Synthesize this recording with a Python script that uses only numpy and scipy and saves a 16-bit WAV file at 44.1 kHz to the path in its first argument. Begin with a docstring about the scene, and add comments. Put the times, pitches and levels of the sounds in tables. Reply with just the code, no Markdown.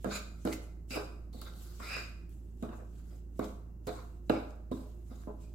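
"""Stirring batter in a plastic bowl

A steel utensil stirs thick batter in a bowl on a tiled counter, close to a phone. Knocks ring decaying
modes; scrapes, squeals and drags are noise slips through resonances, shaped stroke by stroke.
A hard kitchen answers with decaying noise echoes, over shaped air noise and the sine lines of a fridge."""
import sys
import numpy as np
from scipy import signal
from scipy.fft import rfft, irfft
from scipy.io import wavfile
from scipy.ndimage import uniform_filter1d

SR = 44100
rng = np.random.default_rng(int(sys.argv[2]) if len(sys.argv) > 2 else 0)


def persist_wave(psi):
    """Save psi, clipped to +-1, as 16-bit WAV."""
    counts = np.round(np.clip(psi, -1, 1) * 32767).astype(np.int16)
    wavfile.write(sys.argv[1], SR, np.atleast_2d(counts).T)


N = 244402

# modes of bowl, counter and utensil: f/Hz, level/dB, t60/s
BOWL_MODES = [(109, -6.5, 0.49), (140, 2, 0.2), (177.7, 6, 0.13), (210.1, -0.5, 0.45), (242.8, 10.5, 0.098),
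              (275.4, -4, 0.26), (321.1, 1.5, 0.2), (361, -11.5, 0.46), (417.3, -0.5, 0.14),
              (493.2, 2, 0.056), (518, 3.5, 0.05), (620.3, -2, 0.11), (697.3, -4, 0.14), (817, -5.5, 0.033),
              (1007, 4, 0.027), (1190, 2, 0.02), (1408, 3, 0.017), (1604, 1.5, 0.044), (1747, 2, 0.0076),
              (2020, -4, 0.053), (2780, 1.5, 0.062), (3063, 4.5, 0.037), (3870, 6, 0.019), (3940, 9, 0.015),
              (4080, -9.5, 0.057), (4900, -17, 0.016)]


def undb(db):
    """Amplitude ratio of a level in dB."""
    return 10 ** (np.asarray(db) / 20)


def unit(x):
    """Scale to rms 1."""
    return x / np.sqrt(np.mean(x ** 2))


def band(x, hz, width_hz):
    """Two-pole resonance, gain 1 at the centre."""
    b, a = signal.iirpeak(min(hz, .45 * SR), hz / width_hz, fs=SR)
    return signal.lfilter(b, a, x)


def walk(rate_hz):
    """Random levels held 1 / rate_hz s and slewed twice; spread near 1."""
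    hold = int(SR / rate_hz)
    steps = np.repeat(rng.standard_normal(N // hold + 1), hold)
    return 1.26 * uniform_filter1d(uniform_filter1d(steps, hold), hold)[:N]


def add(out, start_s, sound):
    """Mix a short sound in at start_s."""
    i = int(start_s * SR)
    n = min(sound.shape[-1], N - i)
    out[:, i:i + n] += sound[..., :n]


def motor():
    """Fridge hum: sine lines at multiples of the turn rate, the higher ones wavering more."""
    # motor lines: multiple of turn rate, level/dB rms before wavering
    motor_lines = [(1, -86), (2, -46), (3, -60.5), (4, -61.5), (6, -67)]
    turn_hz = 27.97 * (1 + .001 * walk(2))
    turn = 2 * np.pi * np.cumsum(turn_hz) / SR
    hum = 0
    for k, db in motor_lines:
        level = undb(db + .2 * k * walk(6))
        hum = hum + level * np.sin(k * turn + rng.uniform(0, 2 * np.pi))
    return np.sqrt(2) * hum


def faint_tones():
    """Faint wavering tones in the kitchen: noise through two equal resonances in series."""
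    # tones: f/Hz, width/Hz, level/dB rms before wavering
    tone_rows = [(351.3, 7.4, -73), (2750, 110, -96)]
    out = 0
    for hz, width_hz, db in tone_rows:
        tone = unit(band(band(rng.standard_normal(N), hz, width_hz), hz, width_hz))
        out = out + undb(db + 2.5 * walk(3)) * tone
    return out


def air():
    """Quiet noise of the kitchen: bass nearly alike on both ports, treble unrelated."""
    # noise spectrum: f/Hz, relative density/dB per Hz
    air_spectrum = [(20, 4), (40, -21), (70, 2), (110, -3.5), (170, 1.5), (260, -3.5), (355, -4.5),
                    (450, -16), (1000, -31), (2000, -39), (2750, -57), (4500, -47), (7000, -43),
                    (9000, -49.5), (12500, -44), (16000, -44)]
    f = np.maximum(np.arange(N // 2 + 1) * SR / N, 1)
    hz, db = np.transpose(air_spectrum)
    shape = undb(np.interp(np.log(f), np.log(hz), db))
    mid, side = rfft(rng.standard_normal((2, N))) * shape
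    side = side * np.clip(f / 700, .05, 1)
    return undb(-56.5) * unit(irfft(np.array([mid + side, mid - side]), N))


def background():
    """Air, fridge and tones, leaning to the right port."""
    left_minus_right_db = -3
    lean = undb(left_minus_right_db / 2 * np.array([[1], [-1]]))
    return (air() + motor() + faint_tones()) * lean


def kitchen(x):
    """Dense echoes from hard walls, dying band by band; long waves reach both ports alike."""
    # room decay: from f/Hz, to f/Hz, t60/s, level/dB
    room_bands = [(58.7, 398, 0.51, -5.5), (540, 1770, 0.61, -5), (1890, 6400, 0.47, -6),
                  (6200, 21000, 0.72, -13.5)]
    alike_below_hz = 630
    t = np.arange(SR) / SR
    echoes = 0
    for lo_hz, hi_hz, t60_s, db in room_bands:
        sos = signal.butter(2, [lo_hz, hi_hz], "band", fs=SR, output="sos")
        noise = signal.sosfilt(sos, rng.standard_normal((2, SR)))
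        # scaled so that the squared decay sums to 1
        decay = 1000 ** (-t / t60_s) * np.sqrt(2 * np.log(1000) / (t60_s * SR))
        echoes = echoes + undb(db) * noise * decay
    # the first echoes need a few milliseconds to come back
    mid, side = echoes * np.clip((t - .004) / 0.006, 0, 1)
    side = signal.sosfilt(signal.butter(2, alike_below_hz, "high", fs=SR, output="sos"), side)
    return np.array([signal.fftconvolve(x, h)[:N] for h in (mid + side, mid - side)])


def strokes(table, level_column, centre_column=None):
    """Summed level/dB of strokes that swell, hold and fade; on request also their power-weighted centre/Hz."""
    slope_db = 20  # rise and fall are the times for this many dB
    rows, t = np.array(table), np.arange(0, N + 32, 32) / SR
    full_s, rise_s, hold_s, fall_s = rows[:, :4].T[:, :, None]
    before = np.maximum(full_s - t, 0) / rise_s
    after = np.maximum(t - full_s - hold_s, 0) / fall_s
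    level_db = rows[:, level_column, None] - slope_db * (before + after)
    power = undb(np.maximum(level_db, -200)) ** 2
    total = power.sum(axis=0)

    def fine(v):
        return np.interp(np.arange(N) / SR, t, v)

    db = fine(10 * np.log10(total))
    if centre_column is None:
        return db
    return db, fine(rows[:, centre_column] @ power / total)


def friction(force_db, modes, grit_db, flutter_db, apart, centre_hz=None, focus_db=0, lumpy_db=1.5):
    """Dense uneven slips ring steep resonances; the place of contact favours those near centre_hz.

    focus_db is the loss per octave away from centre_hz; apart scales the slips that differ by port."""
    press = unit(undb(grit_db * rng.exponential(size=N) + flutter_db * walk(70)))
    mid, side = rng.standard_normal((2, N)) * press * undb(force_db)
    slips = np.array([mid + apart * side, mid - apart * side])
    # the resonances share the power among them
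    slips = slips / np.sqrt(np.sum(undb(np.array(modes)[:, 2]) ** 2) / 2)
    out = 0
    for k, (hz, width_hz, db) in enumerate(modes):
        drive = slips
        if centre_hz is not None:
            drive = slips * undb(-focus_db * np.abs(np.log2(centre_hz / hz)))
        # crumbs under the steel: each resonance swells and drops on its own
        drive = drive * unit(undb(lumpy_db * walk(90)))
        ring = band(band(drive, hz, width_hz), hz, width_hz)
        out = out + (-1) ** k * undb(db) * np.sqrt(SR / width_hz / 2) * ring
    return out


def drags():
    """Drags through the batter: broad resonances hiss under uneven slips."""
    # strokes: t at full force/s, rise/s, hold/s, fall/s, hiss level/dB, centre f/Hz
    drag_rows = [(0.03, 0.061, 0.045, .08, -65, 9400), (0.157, .08, 0.0032, 0.073, -45, 6640),
                 (0.22, .02, .003, 0.17, -69, 7200), (0.43, 0.12, .02, .01, -66.5, 7200),
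                 (0.454, .003, 0.058, .05, -55.5, 8140), (0.528, 0.012, .002, 0.043, -45.5, 8440),
                 (0.632, 0.072, .003, 0.084, -66.5, 8700), (0.91, 0.021, 0.047, 0.094, -50.5, 8600),
                 (1.02, .03, .003, .16, -64.5, 7800), (1.331, .003, 0.064, .05, -65, 8770),
                 (1.416, .003, .003, 0.2, -59, 9100), (1.631, 0.17, .003, 0.21, -59.5, 10200),
                 (1.87, 0.24, 0.12, 0.16, -56, 7400), (2.12, .05, .003, 0.65, -86, 7300),
                 (2.294, 0.0037, .003, 0.41, -72, 9300), (2.605, 0.069, .015, .01, -73.5, 7900),
                 (2.628, .003, .003, 0.14, -66, 8200), (2.761, .2, .003, 0.18, -71, 7890),
                 (2.987, 0.21, .003, 0.093, -70.5, 7700), (3.1, .15, .07, 0.11, -71.5, 8000),
                 (3.378, 0.069, .012, .01, -69, 8350), (3.394, .003, 0.1, 0.14, -65.5, 8440),
                 (3.449, .04, .002, 0.025, -55.5, 7520), (3.857, 0.03, .012, .01, -72.5, 8060),
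                 (3.871, .003, .003, 0.054, -54, 8650), (3.89, .01, 0.081, .2, -64, 8300),
                 (4.175, .1, .003, .04, -80, 7390), (4.27, .05, .025, .01, -75.5, 8390),
                 (4.298, .003, .002, .03, -55, 7950), (4.31, .005, .003, 0.25, -62.5, 7800),
                 (4.506, .03, .002, 0.046, -73, 7500), (4.718, .003, 0.044, 0.29, -64.5, 8700),
                 (5.096, 0.11, 0.13, 0.21, -70, 8540), (5.416, .035, .003, 0.12, -67, 7430),
                 (5.52, .1, .01, .1, -79, 7580)]
    # hiss resonances: f/Hz, width/Hz, level/dB
    hiss_modes = [(3030, 2560, 7), (5780, 2300, -3.5), (6940, 1400, 1), (7460, 260, -4), (7820, 1150, -1),
                  (9660, 1800, -8), (10870, 1800, 0), (12200, 3000, 0), (15000, 4300, -0.5)]
    hiss_db, hiss_hz = strokes(drag_rows, 4, 5)
    return friction(hiss_db, hiss_modes, grit_db=2, flutter_db=-0.5, apart=0.99,
                    centre_hz=hiss_hz, focus_db=6, lumpy_db=2.5)


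def whistles():
    """Rings of the steel edge on a fast stroke: slips through two narrow resonances."""
    # strokes: t at full force/s, rise/s, hold/s, fall/s, level/dB
    whistle_rows = [(0.154, .05, .003, 0.031, -47), (0.538, .06, .003, 0.045, -63),
                    (1.934, 0.11, .003, 0.18, -69)]
    # steel resonances: f/Hz, width/Hz, level/dB
    whistle_modes = [(6936, 150, -4), (7200, 280, -9)]
    return friction(strokes(whistle_rows, 4), whistle_modes, grit_db=4.0, flutter_db=1, apart=0.38)


def scrapes():
    """Steel on plastic: slips squeal in the edge, grind in the wall and rumble in the bowl modes."""
    # strokes: t at full force/s, rise/s, hold/s, fall/s, edge squeal/dB, its centre f/Hz, overtone/dB,
    # wall grind/dB, its centre f/Hz, bowl wall rumble/dB, its centre f/Hz, bowl floor rumble/dB
    scrape_rows = [(0.046, .002, 0.013, .1, -59, 2330, -76, -65, 3750, -46, 1360, -40),
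                   (0.11, 0.01, 0.024, 0.056, -50.5, 2400, -62, -51, 4050, -47.5, 1370, -56),
                   (0.155, .05, 0.016, 0.054, -44, 2380, -57, -48, 4170, -49, 1400, -52.5),
                   (0.453, 0.0022, 0.033, 0.053, -54.5, 2290, -72, -57, 4180, -46, 1270, -42.5),
                   (0.53, 0.022, 0.0016, 0.0095, -39, 2130, -71, -52.5, 4430, -50.5, 1460, -45),
                   (0.905, 0.0027, 0.06, 0.044, -45.5, 2530, -54, -55.5, 4020, -53, 1530, -52.5),
                   (0.969, 0.034, .002, 0.072, -57, 2450, -66, -55, 4000, -40.5, 1290, -38),
                   (1.331, .003, 0.09, 0.42, -76, 2000, -88, -65, 4100, -70.5, 1090, -63),
                   (1.416, 0.0047, 0.0017, 0.018, -75, 2100, -80, -54, 4240, -50.5, 1210, -60),
                   (1.458, 0.021, 0.019, 0.067, -64.5, 2030, -76, -59, 3570, -54.5, 1300, -63),
                   (1.65, 0.2, 0.066, 0.24, -83, 2080, -79, -75, 4270, -69.5, 1310, -78),
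                   (1.799, 0.0059, .002, 0.045, -71, 2120, -78, -80, 3980, -48, 1210, -65),
                   (1.83, 0.034, 0.044, .05, -48, 2180, -63, -60, 3950, -52, 1350, -59.5),
                   (1.905, 0.062, 0.077, 0.11, -40.5, 2426, -54.5, -55, 3990, -47, 1590, -53.5),
                   (2.627, 0.0018, 0.0027, 0.07, -67, 2500, -88, -66, 3700, -51, 1190, -44.5),
                   (2.726, 0.052, .003, 0.053, -67, 2630, -85, -74, 3800, -55.5, 1220, -52.5),
                   (2.8, 0.079, .003, 0.062, -78, 2530, -91, -88, 3950, -64, 1400, -55),
                   (2.994, .07, .003, 0.082, -85, 2650, -91, -81, 4400, -72, 1450, -86),
                   (3.116, 0.13, 0.038, .03, -83, 2100, -86, -90, 4120, -74.5, 1390, -68),
                   (3.3935, .002, 0.0013, 0.011, -53, 2260, -85, -55.5, 3770, -42, 1160, -48),
                   (3.41, 0.013, 0.024, 0.074, -59.5, 2160, -83, -63.5, 3830, -54.5, 1180, -43.5),
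                   (3.873, 0.0034, 0.014, 0.059, -53, 2160, -76, -52.5, 4030, -45.5, 1200, -39),
                   (3.95, 0.078, 0.044, 0.079, -69, 2220, -82, -69, 4130, -56.5, 1150, -63),
                   (4.2975, 0.0015, 0.0018, 0.011, -36, 2700, -62, -46.5, 3780, -30.5, 1250, -26),
                   (4.31, .005, 0.039, 0.11, -52.5, 2320, -68.5, -58.5, 3780, -44.5, 1240, -40),
                   (4.717, .002, 0.0019, 0.043, -78, 2240, -77, -59.5, 3750, -48.5, 1000, -55),
                   (4.77, 0.074, 0.02, 0.17, -81, 2260, -81, -74, 4100, -65.5, 1100, -57.5),
                   (5.114, 0.03, .003, 0.13, -73.5, 2020, -81, -75, 3820, -65.5, 1230, -61.5),
                   (5.2, 0.062, .02, 0.064, -86, 2080, -86, -79, 4110, -69, 1160, -77),
                   (5.274, 0.0033, .002, 0.067, -88, 2030, -93, -88, 3840, -53.5, 1040, -45),
                   (5.42, 0.055, 0.037, 0.11, -80, 2450, -85.5, -87, 4200, -76, 1090, -73)]
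    # resonances under friction, each table: f/Hz, width/Hz, level/dB
    edge_modes = [(2050, 190, 4), (2260, 124, 1.5), (2463, 94, 4.5), (2628, 130, 2), (2790, 300, 5)]
    overtone_modes = [(4640, 63, 0), (4967, 280, 6), (5203, 91, -1.5), (5470, 270, -5)]
    wall_modes = [(3655, 440, 2), (3945, 200, -1), (4384, 480, 3.5)]
    body = [(hz, 6 / t60_s, db) for hz, db, t60_s in BOWL_MODES]
    upper_modes = [m for m in body if 900 < m[0] < 1850]
    lower_modes = [m for m in body if 390 < m[0] < 900]

    edge_db, edge_hz = strokes(scrape_rows, 4, 5)
    wall_db, wall_hz = strokes(scrape_rows, 7, 8)
    upper_db, upper_hz = strokes(scrape_rows, 9, 10)
    squeal = friction(edge_db, edge_modes, grit_db=0.5, flutter_db=2.5, apart=0.49,
                      centre_hz=edge_hz, focus_db=52.5)
    overtone = friction(strokes(scrape_rows, 6), overtone_modes, grit_db=1.5, flutter_db=0.5, apart=1.0)
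    grind = friction(wall_db, wall_modes, grit_db=2.0, flutter_db=1.5, apart=0.75,
                     centre_hz=wall_hz, focus_db=39)
    wall_rumble = friction(upper_db, upper_modes, grit_db=2.0, flutter_db=1.5, apart=0.85,
                           centre_hz=upper_hz, focus_db=18.5)
    floor_rumble = friction(strokes(scrape_rows, 11), lower_modes, grit_db=2.0, flutter_db=1.0, apart=0.68)
    return squeal + overtone + grind + wall_rumble + floor_rumble


def ticks():
    """Ticks of steel on plastic: noise bursts of a few milliseconds, each around its own centre."""
    # ticks: t/s, level/dB, centre f/Hz
    tick_rows = [(0.5276, -28, 4280), (0.5342, -34, 4320), (1.329, -50, 4510), (1.4145, -37.5, 12000),
                 (1.4165, -38, 1300), (1.4255, -44, 3600), (1.441, -48, 1900), (1.4773, -42, 3680),
                 (1.537, -46, 3720), (2.2934, -56, 14100), (2.572, -60, 8600), (3.146, -62, 1800),
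                 (3.4433, -36, 3540), (3.869, -40, 3700), (3.8906, -49, 3690), (4.3695, -69.5, 3800),
                 (4.507, -48, 4040), (5.495, -60, 3500)]
    out, t = np.zeros((2, N)), np.arange(SR // 20) / SR
    for start_s, level_db, hz in tick_rows:
        burst = rng.standard_normal(len(t)) * np.exp(-t / 0.001)
        add(out, start_s, undb(level_db) * band(burst, hz, 0.59 * hz))
    return out


def knocks():
    """Each blow rings the modes and starts with a noise crack; the left port hears it a little later."""
    # knocks: t/s, level/dB, then relative to it counter thud/dB, wall ring/dB, steel clink/dB, crack/dB;
    # left minus right/dB, favoured f/Hz
    knock_rows = [(0.044, -34.5, -7, -1.5, -21, -9, -14, 650), (0.058, -36, 3, -28, -33, -30, -2, 256),
                  (0.451, -26.5, -6.5, -8.5, -31, -15.5, -3, 275),
                  (0.474, -28.5, -36, -13, -16, -23, -10, 290), (0.907, -47, 0.5, -9, -13, -10, -4, 234),
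                  (0.959, -31.5, -11.5, -19, -25, -11.5, -5.5, 312),
                  (1.344, -46, -0.5, -26, -28, -19, -5, 193), (1.416, -52.5, -3, -15, -11, 5, -14, 202),
                  (1.799, -47, -3, -13, -11, -8, -5, 625), (1.967, -47.5, -7, 8, -21, 0, -19.5, 645),
                  (2.625, -33, -2, -27, -24, -17.5, -4, 223), (2.69, -42, -11, -3, -17, -30, -6, 240),
                  (3.392, -26, -11.5, -33, -36, -21, -7, 222), (3.87, -32, -6, -13, -26, -11, -7, 455),
                  (3.889, -42.5, -33, -2, -32, -27, -7, 335), (4.296, -19, -10, -5, -18.5, -26, -5.5, 268),
                  (4.714, -29, -6, -25, -30, -25, -5, 242), (5.113, -48.5, -1.5, -9, -38, -19, -7, 226),
                  (5.236, -59.5, -4, 6, -21, -11, -9, 186), (5.272, -41, -5, -19, -40, -42, -9, 241)]
    port_lag_s = .0004
    out, t = np.zeros((2, N)), np.arange(SR // 4) / SR
    hz, mode_db, t60_s = (c[:, None] for c in np.transpose(BOWL_MODES))
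    colour_hz = [230, 310, 720, 1000, 1700, 2000]
    # each mode builds up within its first cycle
    swell = np.minimum(hz * t / 0.55, 1) * 1000 ** (-t / t60_s)
    for start_s, level_db, thud_db, ring_db, clink_db, crack_db, pan_db, spot_hz in knock_rows:
        colour_db = np.interp(np.log(hz), np.log(colour_hz), [thud_db, 0, 0, ring_db, ring_db, clink_db])
        # the spot that is struck favours the modes near one pitch
        colour_db = colour_db + 7 * np.exp(-(np.log2(hz / spot_hz) / 0.33) ** 2)
        # the blow lands on either side of each mode's nodes; moving batter shifts the pitch a little
        sign, detune = rng.standard_normal((2, len(BOWL_MODES), 1))
        wave = np.sign(sign) * np.sin(2 * np.pi * hz * (1 + 0.014 * detune) * t)
        # long waves cast no shadow across the phone
        lean_db = np.minimum(hz / 450, 1) * pan_db / 2
        crack = band(rng.standard_normal(len(t)), 9300, 7700)
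        crack = crack * np.exp(-t / 0.0018) * np.minimum(t / 0.00057, 1)
        for port, side, lag_s in ((0, 1, port_lag_s), (1, -1, 0)):
            gain = undb(mode_db + colour_db + side * lean_db - 10)
            ring = np.sum(gain * wave * swell, axis=0)
            blow = undb(level_db) * (ring + undb(crack_db + 6.5) * crack)
            add(out[port:port + 1], start_s + lag_s, blow)
    return out


def scene():
    """Stirring, its echoes and the background."""
    near = drags() + whistles() + scrapes() + ticks() + knocks()
    return near + kitchen(near.mean(axis=0)) + background()


def record(dry):
    """Steep elliptic low-pass: nothing is heard above 16 kHz."""
    top_hz = 16000
    return signal.sosfilt(signal.ellip(10, .2, 60, top_hz, fs=SR, output="sos"), dry)


dry = scene()
out = record(dry)
persist_wave(out)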